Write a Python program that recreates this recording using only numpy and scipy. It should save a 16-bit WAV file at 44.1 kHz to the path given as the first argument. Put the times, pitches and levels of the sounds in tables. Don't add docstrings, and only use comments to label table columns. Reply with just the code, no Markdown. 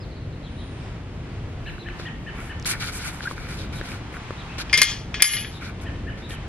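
import sys
import numpy as np
from scipy import signal
from scipy.fft import rfft, irfft, next_fast_len
from scipy.io import wavfile
from scipy.ndimage import uniform_filter1d, minimum_filter1d, map_coordinates

SR = 44100
rng = np.random.default_rng(int(sys.argv[2]) if len(sys.argv) > 2 else 0)


def digitize_waveform(pressure):
    field = np.atleast_2d(pressure).T
    bounded = np.clip(field, -1, 1)
    quanta = np.round(bounded * 32767).astype(np.int16)
    wavfile.write(sys.argv[1], SR, quanta)


N = 285766
T = np.arange(N) / SR

# (time [s], traffic level [dB], leaf level [dB])
BACKGROUND_LEVELS = [(0.0, -34.5, -48.5), (3.52, -34, -44), (6.48, -33.5, -45.5)]
# (frequency [Hz], level [dB])
TRAFFIC_SPECTRUM = [(18, -28), (30, -3.5), (97, -1.5), (158, -5.5), (185, -9), (313, -14), (700, -24.5),
                    (910, -77), (1540, -120)]
LEAF_SPECTRUM = [(290, -14), (500, -18), (742, -2), (1550, -6.5), (2370, -8.5), (3190, -12.5), (10700, -39),
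                 (13000, -60)]
# (frequency [Hz], side over mid [dB])
BACKGROUND_WIDTH = [(25, -42), (130, -25), (290, -15), (640, -8), (1410, -5.5), (3100, -2.5), (6820, 5),
                    (15000, 12)]
# (time [s], length [s], starting pitch [Hz], level [dB])
BIRD_CHIPS = [(0.017, .027, 5070, -54.5), (0.109, 0.015, 4600, -54), (0.159, 0.018, 4700, -56),
              (0.216, .02, 4700, -62), (0.324, 0.016, 4450, -57), (0.824, 0.02, 5700, -60)]
# (time [s], top pitch [Hz], closing pitch over top [ratio], level [dB])
FAR_NOTES = [(0.427, 3950, 0.74, -52), (0.445, 3360, 0.66, -55), (0.572, 3940, 0.85, -51),
             (0.591, 3320, 0.93, -54), (1.655, 4080, 0.71, -51), (1.785, 4050, 0.78, -49),
             (3.576, 3800, 0.69, -47), (3.746, 3890, 0.65, -47), (4.376, 3900, 0.6, -48),
             (4.484, 2660, 0.97, -45.5), (5.53, 3830, 0.85, -47.5), (6.218, 3850, 0.9, -47.5)]
# (time [s], low voice level [dB], arching voice against it [dB], pitch [ratio], arch length [s])
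NEAR_CALLS = [(1.659, -40.5, -0.5, 0.95, 0.055), (1.857, -39.5, -6, 0.96, 0.071),
              (2.051, -37, -5.5, 1.03, 0.057), (2.262, -38, -7, 0.98, 0.064), (2.493, -39, -6, 0.97, 0.05),
              (5.854, -41, -6.5, .99, .06), (6.066, -38.5, -10.5, 0.98, 0.092), (6.3, -42, -5, 1.01, 0.096)]
# (time [s], length [s], pitches [Hz], level [dB])
BIRD_PEEP = (0, .035, [5050, 5050], -52)
BIRD_WHISTLE = (.47, 0.43, [8750, 9250, 9300, 8700, 7200], -69)
BIRD_COO = (1.72, .36, [345, 347, 343], -46)
# (time [s], level [dB])
GUST_LEVELS = [(1.45, -63), (1.62, -51), (2.3, -56), (2.9, -53), (3.35, -58), (4.45, -58), (5.9, -62),
               (6.1, -55), (6.48, -61)]
# (frequency [Hz], level [dB])
GUST_SPECTRUM = [(15, -18), (60, -16), (130, 17.5), (400, -18.5)]
# (time [s], level [dB], pitch [Hz], knock against that level [dB])
HOUSING_TICKS = [(1.782, -27.5, 1500, -16), (1.887, -20.5, 1840, -7.5), (1.998, -24.5, 1420, 1.5),
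                 (2.598, -23, 6270, -24), (2.626, -21.5, 5230, -20), (2.648, -17.5, 3880, -13),
                 (2.6585, -28, 2300, -3), (3.207, -17.5, 1600, -19), (3.312, -18.5, 1120, -5),
                 (3.38, -21, 1490, -13), (3.813, -17.5, 1610, -0.5), (3.918, -21, 2350, -17),
                 (4.127, -31, 2300, 5), (4.142, -26, 1920, -2), (4.168, -21.5, 1450, -9),
                 (4.307, -21.5, 1180, 4), (4.586, -27.5, 1530, 4.5), (5.895, -29, 1720, -13),
                 (5.802, -29.5, 3500, -13), (6.307, -21, 3280, -3), (6.318, -25, 2480, -12)]
# (time [s], length [s], hollow level [dB], rub level [dB], hiss level [dB])
FINGER_SLIDES = [(1.985, 0.074, -54, -51.5, -68), (2.348, 0.16, -47.5, -74, -59.5),
                 (2.654, 0.076, -33, -33, -34), (2.704, 0.13, -39, -51.5, -59),
                 (2.796, 0.11, -36, -42, -48), (2.918, 0.15, -42, -47.5, -46.5),
                 (3.041, 0.061, -36.5, -46.5, -47), (3.098, 0.12, -46, -58, -55),
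                 (3.218, 0.12, -44, -48.5, -54.5), (3.358, 0.16, -43.5, -55, -63),
                 (3.482, 0.088, -43.5, -53, -57.5), (3.568, 0.09, -45, -49.5, -57.5),
                 (3.72, 0.095, -44.5, -52, -57), (3.826, 0.14, -45, -51, -54), (4.12, 0.061, -45, -71, -63),
                 (4.58, 0.043, -34, -38, -50), (5.507, 0.078, -62, -57, -62),
                 (5.607, 0.097, -43.5, -52, -63), (5.81, 0.036, -51, -63, -59),
                 (6.17, 0.059, -48.5, -56.5, -75), (6.29, 0.061, -46, -56, -56.5)]
# (frequency [Hz], width [Hz], level [dB])
HOUSING_MODES = [(1426, 204, 6.5), (2336, 245, 2.5)]
# (frequency [Hz], level [dB])
RUB_SPECTRUM = [(1800, -12), (2800, 0), (4300, 0), (6000, -9), (8000, -18.5), (11600, -16.5), (12400, -55)]
SKIN_HISS_SPECTRUM = [(4000, -17), (7500, -11), (10300, -9), (11800, -13), (13000, -22), (15500, -54)]
# (frequency [Hz], side over mid [dB])
SLIDE_WIDTH = [(60, -20), (180, -14), (550, -75), (1650, -6), (4970, 7.5), (15000, 5)]
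# (time [s], length [s], pitch [Hz], level [dB])
FINGER_SQUEAKS = [(3.253, 0.014, 1465, -28.5), (3.271, 0.012, 1576, -23.5)]
# (time [s], level [dB], most excited frequency [Hz], ring against that level [dB])
LATCH_CONTACTS = [(4.697, -23.5, 2970, -19), (4.7294, -4, 2200, -11), (4.7398, -5.5, 3000, -16.5),
                  (4.7737, -13, 5460, -24), (4.776, -4, 4300, -23), (4.783, -7.5, 2960, -16),
                  (4.789, -11, 3270, -19), (4.8166, 4, 3080, -18), (4.8297, -0.5, 4000, -22),
                  (4.917, -29, 4370, -5), (5.1422, -12, 2620, -18), (5.1976, -26.5, 2100, -5),
                  (5.2032, -15, 2530, -15.5), (5.2219, 6, 5030, -18.5), (5.2425, 2, 2340, -15.5),
                  (5.289, -10, 2210, -17), (5.3356, -11.5, 2780, -20.5), (5.3671, -14, 2770, -20),
                  (5.384, -21, 2500, -29), (5.4256, -23, 2580, -23), (5.4467, -19.5, 2350, -27)]
# (level [dB], t60 [s])
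STEEL_MODE_HZ = [1200, 1690, 1790, 1920, 2115, 2360, 2450, 2535, 2907, 3062, 3221, 3265, 3315, 3405, 3570,
                 4356, 4446, 4910, 5166, 5570, 6294, 6560, 7850, 9221, 11161, 14320]
STEEL_MODE_RING = [(-22, .25), (-5.5, 0.24), (-9.5, 0.23), (-4, 0.069), (2, 0.28), (-0.5, 0.13),
                   (-7.5, 0.26), (-8, 0.096), (-11.5, 0.36), (-8, 0.21), (-20, 0.35), (-7.5, 0.11),
                   (-13, 0.19), (-10.5, 0.22), (-25, 0.1), (-9.5, 0.15), (-15.5, 0.18), (-2, 0.16),
                   (-7.5, 0.14), (-3, 0.24), (-26, 0.13), (-9.5, 0.27), (-12, .15), (-2, 0.15), (1.5, 0.36),
                   (-7.5, 0.048)]
# (frequency [Hz], level [dB], t60 [s])
FRAME_MODES = [(136, -4, 0.097), (275, -12, 0.074), (456, -1.5, 0.051), (587, 0.5, 0.071),
               (1025, -1.5, 0.073)]
# (frequency [Hz], level [dB])
CLANK_SPECTRUM = [(240, -62), (400, -25), (1510, -7.5), (1650, -7), (2120, -9.5), (2710, -11),
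                  (4110, -10.5), (5600, -10.5), (8110, -15), (10900, -9), (14800, -38), (16000, -73.5)]
MESH_SPECTRUM = [(470, -70.5), (800, -7), (2160, -1.5), (2990, -2), (6380, -4), (8150, -21), (10700, -12.5),
                 (11600, -23), (13000, -57.5)]
# (frequency [Hz], left phase lead [rad])
GATE_PHASE_LEAD = [(600, -.2), (1200, -.4), (2800, .2), (4200, 1.4), (8000, 2.1), (12500, 2.3)]


def amp(db):
    return 10 ** (np.asarray(db) / 20)


def unit(x):
    return x / np.sqrt(np.mean(x ** 2) + 1e-20)


def lean_left(db):
    return amp([[db], [-db]])


def along(points, hz):
    f, v = np.transpose(points)
    return np.interp(np.log(hz + 1), np.log(f + 1), v)


def shaped(spectrum):
    return lambda hz: amp(along(spectrum, hz))


def curves(rows):
    s, *cols = np.transpose(rows)
    return [np.interp(T, s, c) for c in cols]


def wobble(rate):
    return map_coordinates(rng.standard_normal(int(N * rate / SR) + 4), [T * rate])


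def filtered(x, response):
    m = next_fast_len(x.shape[-1] + 8192)
    return irfft(rfft(x, m) * response(np.fft.rfftfreq(m, 1 / SR)), m)[..., :x.shape[-1]]


def stereo_noise(gain, width, grain=1):
    mid, side = filtered(grain * rng.standard_normal((2, N)),
                         lambda hz: gain(hz) * np.array([np.ones_like(hz), shaped(width)(hz)]))
    return np.array([mid + side, mid - side]) / np.std(mid)


def add(track, s, x):
    part = track[..., round(s * SR):][..., :x.shape[-1]]
    part += x[..., :part.shape[-1]]


def note(length, hz, rough=0):
    u = np.linspace(0, 1, round(length * SR))
    pitch = np.polyval(np.polyfit(np.linspace(0, 1, len(hz)), hz, len(hz) - 1), u)
    flutter = unit(uniform_filter1d(rng.standard_normal(len(u)), size=40))
    phase = 2 * np.pi * np.cumsum(pitch * (1 + 0.12 * rough * flutter)) / SR
    return np.sqrt(2) * np.sin(phase) * np.sin(np.pi * u) ** .5


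def traffic_and_leaves():
    traffic_db, leaf_db = curves(BACKGROUND_LEVELS)
    traffic = amp(traffic_db + 1.4 * wobble(3.2))
    traffic = traffic * stereo_noise(shaped(TRAFFIC_SPECTRUM), BACKGROUND_WIDTH)
    leaves = amp(leaf_db + 1.45 * wobble(5.92)) * stereo_noise(shaped(LEAF_SPECTRUM), BACKGROUND_WIDTH)
    left = lambda f: amp(0.34) * np.exp(-1j * np.pi * f * 8e-5 / (1 + (f / 2500) ** 2))
    return filtered(traffic + leaves, lambda f: np.array([left(f), 1 / left(f)]))


def birds():
    song = np.zeros(N)
    fall_hz_per_s, second_chip_s = 58000, 0.012
    for s, low_db, arch_db, pitch, arch_s in NEAR_CALLS:
        low = note(0.037, pitch * np.array([1667, 1845, 1794, 1380]), rough=0.25)
        arch = note(arch_s, pitch * np.array([1890, 2950, 3080, 2470, 1440]), rough=0.364)
        add(song, s, amp(low_db) * low)
        add(song, s - .004, amp(low_db + arch_db) * arch)
    for s, top_hz, close, db in FAR_NOTES:
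        add(song, s, amp(db) * note(.06, top_hz * np.array([0.9, 1, close]), rough=0.36))
    for s, length, hz, db in BIRD_CHIPS:
        for start in (s, s + second_chip_s):
            add(song, start, amp(db) * note(length, [hz, hz - fall_hz_per_s * length], rough=0.05))
    s, length, hz, db = BIRD_WHISTLE
    add(song, s, amp(db) * note(length, hz, rough=0.019))
    out = song * lean_left(1.5) + amp(-1.5) * house_walls(song, t60=0.58)
    for s, length, hz, db in (BIRD_PEEP, BIRD_COO):
        add(out, s, amp(db) * note(length, hz))
    return out


def house_walls(x, t60):
    t = np.arange(SR // 4) / SR
    tail = rng.standard_normal((2, len(t))) * amp(-60 * t / t60) * (t > .012)
    return signal.fftconvolve(x[None], tail / np.linalg.norm(tail[0]), axes=1)[:, :N]


def gusts():
    strength = amp(curves(GUST_LEVELS)[0] + 4.9 * wobble(12))
    buffet = strength * unit(filtered(rng.standard_normal(N), shaped(GUST_SPECTRUM)))
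    return np.array([buffet, -buffet])


def housing_ticks():
    out, t = np.zeros((2, N)), np.arange(SR // 20) / SR
    knock_hz, crack_edge_hz = 500, 5500
    for s, db, hz, knock_db in HOUSING_TICKS:
        swing = np.sin(2 * np.pi * hz * t) * amp(-60 * t * hz / 13) * (1 - np.exp(-t / 0.000093))
        knock = np.sin(2 * np.pi * knock_hz * t) * amp(knock_db - 60 * t / 0.0086)
        crack = filtered(rng.standard_normal((2, len(t))), lambda f: 1 / (1 + 1j * f / crack_edge_hz) ** 4)
        crack *= amp(knock_db - 8 - 60 * t / 0.022)
        add(out, s, amp(db) * ((swing + knock) * lean_left(1.5) + crack))
    return out


def housing_response(f):
    return sum((-1) ** k * amp(db) * 1j * f * width / (hz * hz - f * f + 1j * f * width)
               for k, (hz, width, db) in enumerate(HOUSING_MODES))


def finger_slides():
    push = np.zeros((3, N))
    rise, hold = 0.049, 0.74
    for s, length, *db in FINGER_SLIDES:
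        t = np.arange(round((length + .1) * SR)) / SR
        fade = amp(-86 * np.maximum(t / length - hold, 0) ** 2)
        add(push, s, amp(db)[:, None] * (1 - np.exp(-t / (rise * length))) * fade)
    push *= amp([1.9 * wobble(35) + 1.2 * wobble(13) for layer in push])
    grit = lambda rate: amp(2.1 * amp(2.4 * wobble(9.9)) * wobble(rate))
    hollow = lean_left(.8) * stereo_noise(housing_response, SLIDE_WIDTH, amp(1.64 * wobble(250)))
    rub = stereo_noise(shaped(RUB_SPECTRUM), SLIDE_WIDTH, grit(rate=480))
    hiss = stereo_noise(shaped(SKIN_HISS_SPECTRUM), SLIDE_WIDTH, grit(rate=540))
    return push[0] * hollow + push[1] * rub + push[2] * hiss


def finger_squeaks():
    out = np.zeros(N)
    for s, length, hz, db in FINGER_SQUEAKS:
        add(out, s, amp(db) * note(length, [hz, hz], rough=0.42))
    return out * lean_left(1.2)


def steel_ring(t, excitation, held):
    hz = np.array(STEEL_MODE_HZ)[:, None]
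    db, t60 = np.transpose(STEEL_MODE_RING)[..., None]
    grip_db_per_s = (120 + 0.038 * hz) * held
    strength = amp(db + 1.5 * rng.standard_normal(hz.shape)) * excitation(hz)
    twin = 0.5 * np.sin(2 * np.pi * hz * 1.0012 * t) * rng.choice([-1, 1], size=hz.shape)
    pair = np.sin(2 * np.pi * hz * t) + twin
    return np.sum(strength * amp(-(60 / t60 + grip_db_per_s) * t) * pair, 0)


def frame_clunk(t, held):
    drive_db = -31 if held else -45
    return sum(amp(drive_db + db + 4 * rng.standard_normal() - 60 * t / t60) * np.sin(2 * np.pi * hz * t)
               for hz, db, t60 in FRAME_MODES)


def clank_and_mesh(t, excitation):
    hz = np.array(STEEL_MODE_HZ)[:, None]
    mode_peaks = lambda f: 1 + 2.5 * np.sum(1 / (1 + ((f - hz) / 25) ** 2), 0)
    blow, wires = filtered(rng.standard_normal((2, len(t))), mode_peaks)
    clank = unit(filtered(blow, lambda f: shaped(CLANK_SPECTRUM)(f) * excitation(f)))
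    clank *= amp(-60 * t / 0.045) + 1.8 * amp(-60 * t / 0.003)
    mesh = unit(filtered(wires, lambda f: shaped(MESH_SPECTRUM)(f) * excitation(f) ** .5))
    mesh *= amp(-60 * t / 0.37) * (1 - np.exp(-t / 0.0029))
    return amp(-11) * clank + amp(-21.5) * mesh


def gate_latch():
    gate, t = np.zeros(N), np.arange(SR * 6 // 10) / SR
    let_go_s = 5.21
    for s, db, centre_hz, ring_db in LATCH_CONTACTS:
        focus = 1.2 + .4 * max(4 - db, 0)
        excitation = lambda f: amp(-focus * np.log2((f + 50) / centre_hz) ** 2)
        held = s < let_go_s
        ring = amp(ring_db) * steel_ring(t, excitation, held)
        contact = ring + frame_clunk(t, held) + clank_and_mesh(t, excitation)
        add(gate, s, amp(db) * contact * (1 - np.exp(-t / 0.00027)))
    left = lambda f: amp(2.0) * np.exp(.5j * along(GATE_PHASE_LEAD, f))
    side = filtered(gate, lambda f: (left(f) - 1 / left(f)) / (left(f) + 1 / left(f)))
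    return np.array([gate + side, gate - side]) + amp(-14) * house_walls(gate, t60=0.15)


def scene():
    close = gate_latch() + finger_slides() + housing_ticks() + finger_squeaks()
    return close + birds() + traffic_and_leaves() + gusts()


def record(dry):
    hold, lag = round(0.037 * SR), round(0.014 * SR)
    release_db_per_s, top_hz, edge_hz = 150, 15900, 250
    level = 1.9 * np.sqrt(np.abs(uniform_filter1d(dry ** 2, size=130)).max(0))
    peak = -minimum_filter1d(-level, hold, origin=(hold - 1) // 2)
    cut_db = 1.58 * np.maximum(20 * np.log10(peak + 1e-9) + 1.0, 0)
    release_db = release_db_per_s * T
    cut_db = np.maximum.accumulate(cut_db + release_db) - release_db
    gain = amp(-uniform_filter1d(cut_db, lag, origin=(lag - 1) // 2))
    clipped = np.clip(dry * gain, -.95, .95)
    return filtered(clipped, lambda hz: np.clip((top_hz - hz) / edge_hz, 0, 1) ** 2)


dry = scene()
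out = record(dry)
digitize_waveform(out)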